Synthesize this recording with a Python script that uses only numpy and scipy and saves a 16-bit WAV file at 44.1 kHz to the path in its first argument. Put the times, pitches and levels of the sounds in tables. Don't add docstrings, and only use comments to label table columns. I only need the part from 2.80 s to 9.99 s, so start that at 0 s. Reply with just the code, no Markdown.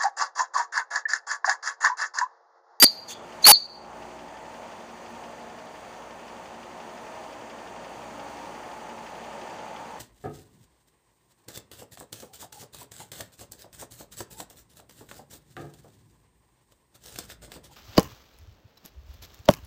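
import sys
import numpy as np
from scipy import signal
from scipy.fft import rfft, irfft, next_fast_len
from scipy.io import wavfile
from scipy.ndimage import uniform_filter1d

SR = 44100
rng = np.random.default_rng(int(sys.argv[2]) if len(sys.argv) > 2 else 0)


def wav_out(sig):
    wavfile.write(sys.argv[1], SR, np.round(np.clip(np.atleast_2d(sig).T, -1, 1) * 32767).astype(np.int16))


def gain_from_db(level_db):
    decades = np.asarray(level_db, float) / 20
    return 10 ** decades


N = 317079


def ramp(times_s, values):
    return np.interp(np.arange(N) / SR, times_s, values)


def curve(table, column=1):
    table = np.array(table)
    return ramp(table[:, 0], table[:, column])


def unit(x):
    return x / np.sqrt(np.mean(x ** 2))


def butter(x, order, hz, kind="low", rate_hz=SR):
    return signal.sosfilt(signal.butter(order, hz, kind, fs=rate_hz, output="sos"), x)


def walk(rate_hz):
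    hold = int(SR / rate_hz)
    held = np.repeat(rng.standard_normal(N // hold + 1), hold)
    return unit(uniform_filter1d(uniform_filter1d(held, hold), hold)[:N])


def bursts(events, edge_ms):
    out = np.zeros(N)
    for start_s, length_ms, db in events:
        a, b = int(max(start_s, 0) * SR), int((start_s + length_ms / 1000) * SR)
        out[a:b] = np.maximum(out[a:b], gain_from_db(db))
    edge = max(int(edge_ms * SR / 1000), 1)
    return uniform_filter1d(uniform_filter1d(out, edge), edge)


def noise_spectrum(colour):
    hz, db = np.transpose(colour)
    bins_hz = np.arange(N // 2 + 1) * SR / N + 1
    noise = rfft(rng.standard_normal(N)) * gain_from_db(np.interp(np.log(bins_hz), np.log(hz), db))
    return noise / np.std(irfft(noise, N))


LOUD = (0, 3)


def ducked(back_s):
    hold_s = 0.097
    ducks = []
    for _, full, _, shuts, _ in np.array(BLASTS)[list(LOUD)]:
        ducks.append(ramp([full - .02, full, shuts + hold_s, shuts + hold_s + back_s], [0, 1, 1, 0]))
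    return np.max(ducks, axis=0)


# multiple of shaft rate, level in dB.
FAN_LINES = [(1, -23), (3, -21), (4, -15), (5, -16), (6, -27), (8, -27), (9, -22), (10, -26), (11, -10),
             (12, -26), (13, -18), (14, -11), (15, -11), (16, -16), (17, -28), (18, -20), (21, -28)]
# frequency in Hz, level in dB.
MAINS_LINES = [(120, -25), (240, -30), (360, -14), (480, -30), (720, -28)]


def motors():
    fan_hz = 57.925
    lines = [(k * fan_hz, db) for k, db in FAN_LINES] + list(MAINS_LINES)
    t = np.arange(N) / SR
    out = np.zeros(N)
    for hz, db in lines:
        level = 2 ** .5 * gain_from_db(db - 1.0 + 3.3 * walk(3.5))
        out += level * np.sin(2 * np.pi * (hz * t + rng.random()))
    return out


# share of turn 0-1, level in dB.
KNOCKS = [
    (0, 0),
    (.5, -3.5),
    (.83, -11),
]
# frequency in Hz, level in dB per Hz.
KNOCK_COLOUR = [(700, -30), (1400, -10), (1900, -4), (2800, 0), (3300, -2), (4000, -14), (4900, -5),
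                (5600, -9), (7000, -22), (10000, -40)]


def linkage():
    turn_hz, first_s, jitter_s = 5.7465, -.001, 0.001466
    turns = np.arange(1, int(N / SR * turn_hz))
    blows = np.zeros(N)
    for share, db in KNOCKS:
        at_s = first_s + (turns + share) / turn_hz + jitter_s * rng.standard_normal(len(turns))
        blows[(at_s * SR).astype(int)] = gain_from_db(db + .6 * rng.standard_normal(len(turns)))
    t = np.arange(4000) / SR
    decay = np.clip(t / .003, 0, 1) * (np.exp(-t / .007) + .6 * np.exp(-t / .022))
    scuff = signal.fftconvolve(blows, decay)[:N] * irfft(noise_spectrum(KNOCK_COLOUR), N)
    return unit(butter(scuff, 2, 6000))


# frequency in Hz, level in dB per Hz.
BODY = [(18, -40), (30, -26.5), (217, -11.5), (397, -6.5), (885, -3), (1580, -14), (2730, -17.5),
        (3880, -25), (6740, -27.5), (9110, -30.5), (12000, -39), (15600, -86), (22000, -120)]
# centre in Hz, width in Hz, gain in dB.
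TIN = [(99, 30, 5), (226.7, 73, 7), (265, 28, -4.5), (394.5, 30, -2), (557, 38, 4), (730, 60, 3),
       (784, 27.7, -5.5), (835, 69.6, 2), (930.5, 40, 2.5), (1014, 38, -6), (1040, 25, 3.5),
       (1796, 81, 5.5), (2740, 290, -0.5), (3980, 360, 0), (4611, 400, 4), (5270, 400, -5), (6470, 1500, 5),
       (929, 9, 5), (3880, 54.6, -8), (10100, 700, 2), (10310, 120, -11.5)]
# time in seconds, nearness in dB.
NEAR = [
    (0, 3.5),
    (.5, 1.5),
    (1.5, 0.95),
    (3.35, -0.5),
    (3.5, 1.5),
    (4.2, 0.9),
    (4.5, 2.5),
    (7.19, 3),
]


def running():
    hz = np.arange(N // 2 + 1) * SR / N + 1
    tin_db = sum(db / (1 + (2 * (hz - f) / width) ** 2) for f, width, db in TIN)
    noise = noise_spectrum(BODY) * gain_from_db(tin_db)
    near = curve(NEAR)
    bright_duck = -10.5 * ducked(back_s=0.38)
    rumble_db = near - 9 * ducked(back_s=0.26)
    rattle_db = 0.98 * near + bright_duck
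    hiss_db = 1.1 * near + bright_duck
    out, swell = 0, walk(4)
    for centre_hz in 28 * 2 ** np.arange(0, 9, 1 / 3):
        octaves = np.log2(hz / centre_hz)
        band = irfft(noise * np.cos(np.pi / 2 * np.clip(3 * octaves, -1, 1)) ** 2, N)
        near_db = hiss_db if centre_hz > 3900 else rattle_db if centre_hz > 1450 else rumble_db
        out = out + band * gain_from_db(near_db + 0.66 * swell + 0.48 * walk(7))
    knocks = gain_from_db(rattle_db - 15.2) * linkage()
    return gain_from_db(-45) * (gain_from_db(0.95) * out + knocks + gain_from_db(rumble_db) * motors())


def echo_gain():
    under_db, rebound_db, settle_s = -10, 4, 0.023
    t, db = np.arange(N) / SR, -10.5
    for opens, _, eases, shuts, _ in np.array(BLASTS)[list(LOUD)]:
        ends = shuts - .22 * (shuts - eases)
        db = db + under_db * ramp([opens, opens + .01, ends - .01, ends], [0, 1, 1, 0])
        rebound = ramp([ends - .01, ends], [0, 1]) * np.exp(-np.maximum(t - ends, 0) / settle_s)
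        db = db + rebound_db * rebound
    slip_s, recovery_s, dip_db, lasting_db = .866, .022, -13, 0
    return db + ramp([slip_s, slip_s + .006, slip_s + .006 + recovery_s], [0, dip_db, lasting_db])


def kitchen_echo(dry):
    t = np.arange(SR // 3) / SR
    decay = 1000. ** (-t / 0.59) + 2.455 * 1000. ** (-t / 0.16)
    room = rng.standard_normal(len(t)) * decay * np.clip(t / 0.01, 0, 1)
    room = room / np.sqrt(np.sum(room ** 2))
    octave = dry ** 2 - uniform_filter1d(dry ** 2, size=48)
    sideways = dry + gain_from_db(-22) * octave
    pressure = sum(ramp([o, f, e, s], [0, 1, 1, 0]) for o, f, e, s, _ in BLASTS)
    beamed = sideways * gain_from_db(-4 * pressure)
    echo = butter(signal.fftconvolve(beamed, room)[:N], 1, 7000)
    return gain_from_db(echo_gain()) * echo


def wheeze():
    breath = unit(butter(rng.standard_normal(N), 2, (3300, 3600), "band"))
    return gain_from_db(-41.5 + ramp([.284, .292, .326, .526], [-50, 0, 0, -44.55])) * breath


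# start in seconds, length in ms, level in dB.
PUFFS = [
    (0, 52.7, -24.5),
    (.282, 10, -41),
    (.292, 44.3, -37),
    (.625, 29, -35.5),
    (.655, 68, -26),
    (.725, 22, -37.5),
]
# frequency in Hz, level in dB per Hz.
LIP = [(900, -46.5), (1500, -18.5), (3000, -15), (3900, -17), (4700, -10.5), (5200, -19.5), (6500, -2),
       (7400, -12.5), (8400, -18), (10700, -18.5), (12000, -25.5), (15000, -59)]


def steam():
    gust = bursts(PUFFS, edge_ms=9.5)
    pole = 1 / (.03 * SR)
    gust = gust + .15 * signal.lfilter([pole], [1, pole - 1], gust)
    return gust * gain_from_db(1.5 * walk(150)) * irfft(noise_spectrum(LIP), N)


# time in seconds, pitch in Hz, level in dB.
SQUEAL = [
    (0, 11740, -13),
    (.008, 11720, -15),
    (.012, 11530, -18),
    (.033, 11450, -18),
    (.045, 11450, -45),
]


def valve_squeal():
    level = gain_from_db(curve(SQUEAL, column=2) + 2.0 + 1.5 * walk(400))
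    tone = np.sin(2 * np.pi * np.cumsum(curve(SQUEAL)) / SR)
    return level * tone * (np.arange(N) < .05 * SR)


# valve opens, full pressure, eases, shuts, all in seconds, top pitch in Hz.
BLASTS = [
    (-.025, .015, .045, .068, 4739),
    (.278, .292, .322, .345, 4600),
    (.62, .626, .63, .65, 4650),
    (.641, .685, .705, .762, 4633),
]
# time in seconds, level in dB over full scale.
TONE = [
    [(0, -17), (.012, -14), (.023, -2), (.052, -2.5), (.067, -5), (.071, -40)],
    [(.279, -60), (.282, -37), (.289, -37), (.293, -60), (.326, -60), (.33, -36), (.338, -36), (.342, -60)],
    [(.625, -50), (.628, -30), (.635, -30), (.638, -50)],
    [(.637, -40), (.645, -3.5), (.654, -2), (.661, -5), (.665, -1), (.72, -1.5), (.741, -4), (.76, -16),
     (.767, -40)],
]
# start in seconds, length in ms, level in dB.
SURGES = [(.0246, 4.4, 3), (.0295, 5, -.3), (.0352, 1, .8), (.038, 1.2, .8), (.040, 4.8, 3),
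          (.6543, .7, .5), (.6655, .8, .6), (.6686, 3.4, 2), (.6738, 1.8, .6), (.6807, .8, .8),
          (.6828, 14, 3), (.699, 13, 3), (.7125, 3, .3), (.716, 3, 1.5)]


def pipe():
    sag_hz = 570
    beat_share, beat_depth, beat_starts = .75, .85, (.55, 0, 0, .1)
    out, surge = 0, bursts(SURGES, edge_ms=.2)
    for (opens, full, eases, shuts, top_hz), level, start in zip(BLASTS, TONE, beat_starts):
        rise, fall = ramp([opens, full], [1, 0]), ramp([eases, shuts], [0, 1])
        pitch_hz = top_hz - sag_hz * (rise + fall) ** 2 + 4 * walk(300)
        phase = 2 * np.pi * np.cumsum(pitch_hz) / SR
        turns = start + beat_share * np.cumsum(sag_hz * fall ** 2) / SR
        beat = 1 - beat_depth * np.minimum(5 * fall, 1) * (1 - np.abs(np.cos(np.pi * turns)))
        sputter_db = 5 * (opens < 0) * np.minimum(4 * rise, 1) * walk(500)
        tone = gain_from_db(curve(level) + .5 * walk(400) + sputter_db) * beat
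        first, last = level[0][0], level[-1][0]
        inside = ramp([first - .001, first, last, last + .001], [0, 1, 1, 0])
        blow = inside * np.maximum(tone, surge)
        out = out + blow * (np.sin(phase) + gain_from_db(-35) * blow * np.sin(2 * phase))
    return out


def whistle():
    dry = pipe() + steam() + wheeze() + valve_squeal()
    return dry + kitchen_echo(dry)


def scene():
    return (gain_from_db(2) * running() + whistle())[None]


def drop_masked(x, quiet_db, near_db, slope_db):
    z = signal.stft(x, nperseg=512)[2]
    fine_power = np.abs(z[:256]) ** 2
    power = fine_power.reshape(64, 4, -1).sum(axis=1)
    above = np.subtract.outer(np.arange(64), np.arange(64))
    spread = np.where(above > 0, gain_from_db(near_db - slope_db * above), 0) ** 2
    spread = spread + gain_from_db(quiet_db) ** 2 * (np.arange(64)[:, None] > 15)
    shift = gain_from_db(7 * rng.standard_normal((power.shape[1] // 5 + 1, 64)))
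    shift = np.repeat(shift, 5, axis=0).T[:, :power.shape[1]]
    bar = np.repeat(shift * (spread @ power), 4, axis=0)
    keep = 4 * uniform_filter1d(fine_power, size=3, axis=1) > bar
    return signal.istft(z * np.vstack([keep, keep[-1:]]), nperseg=512)[1][:len(x)]


def low_pass(x):
    return signal.sosfilt(signal.butter(12, 15900, fs=SR, output="sos"), x)


def record(dry):
    hold_hz, top_hz = 24000, 15290
    x = signal.resample_poly(dry[0], hold_hz // 300, SR // 300)
    envelope = np.abs(signal.hilbert(x, next_fast_len(len(x)))[:len(x)])
    reach = uniform_filter1d(envelope, size=6)
    x = x * np.minimum(1, 1.1 / (reach + 1e-9))
    overflow = (x + 1) % 2 - 1 - x
    bass_cut = signal.butter(1, 190, "high", fs=hold_hz, output="sos")
    x = x + signal.sosfiltfilt(bass_cut, overflow)
    x = drop_masked(x, quiet_db=-41.5, near_db=-18, slope_db=3.5)
    x = signal.resample_poly(np.repeat(x, 2), SR // 300, 2 * hold_hz // 300)[:N]
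    x = np.pad(x, (0, N - len(x))) * gain_from_db(-3.5)
    x = signal.sosfiltfilt(signal.ellip(9, .1, 25, top_hz, fs=SR, output="sos"), x)
    return low_pass(x[None])


dry = scene()
out = record(dry)
wav_out(out)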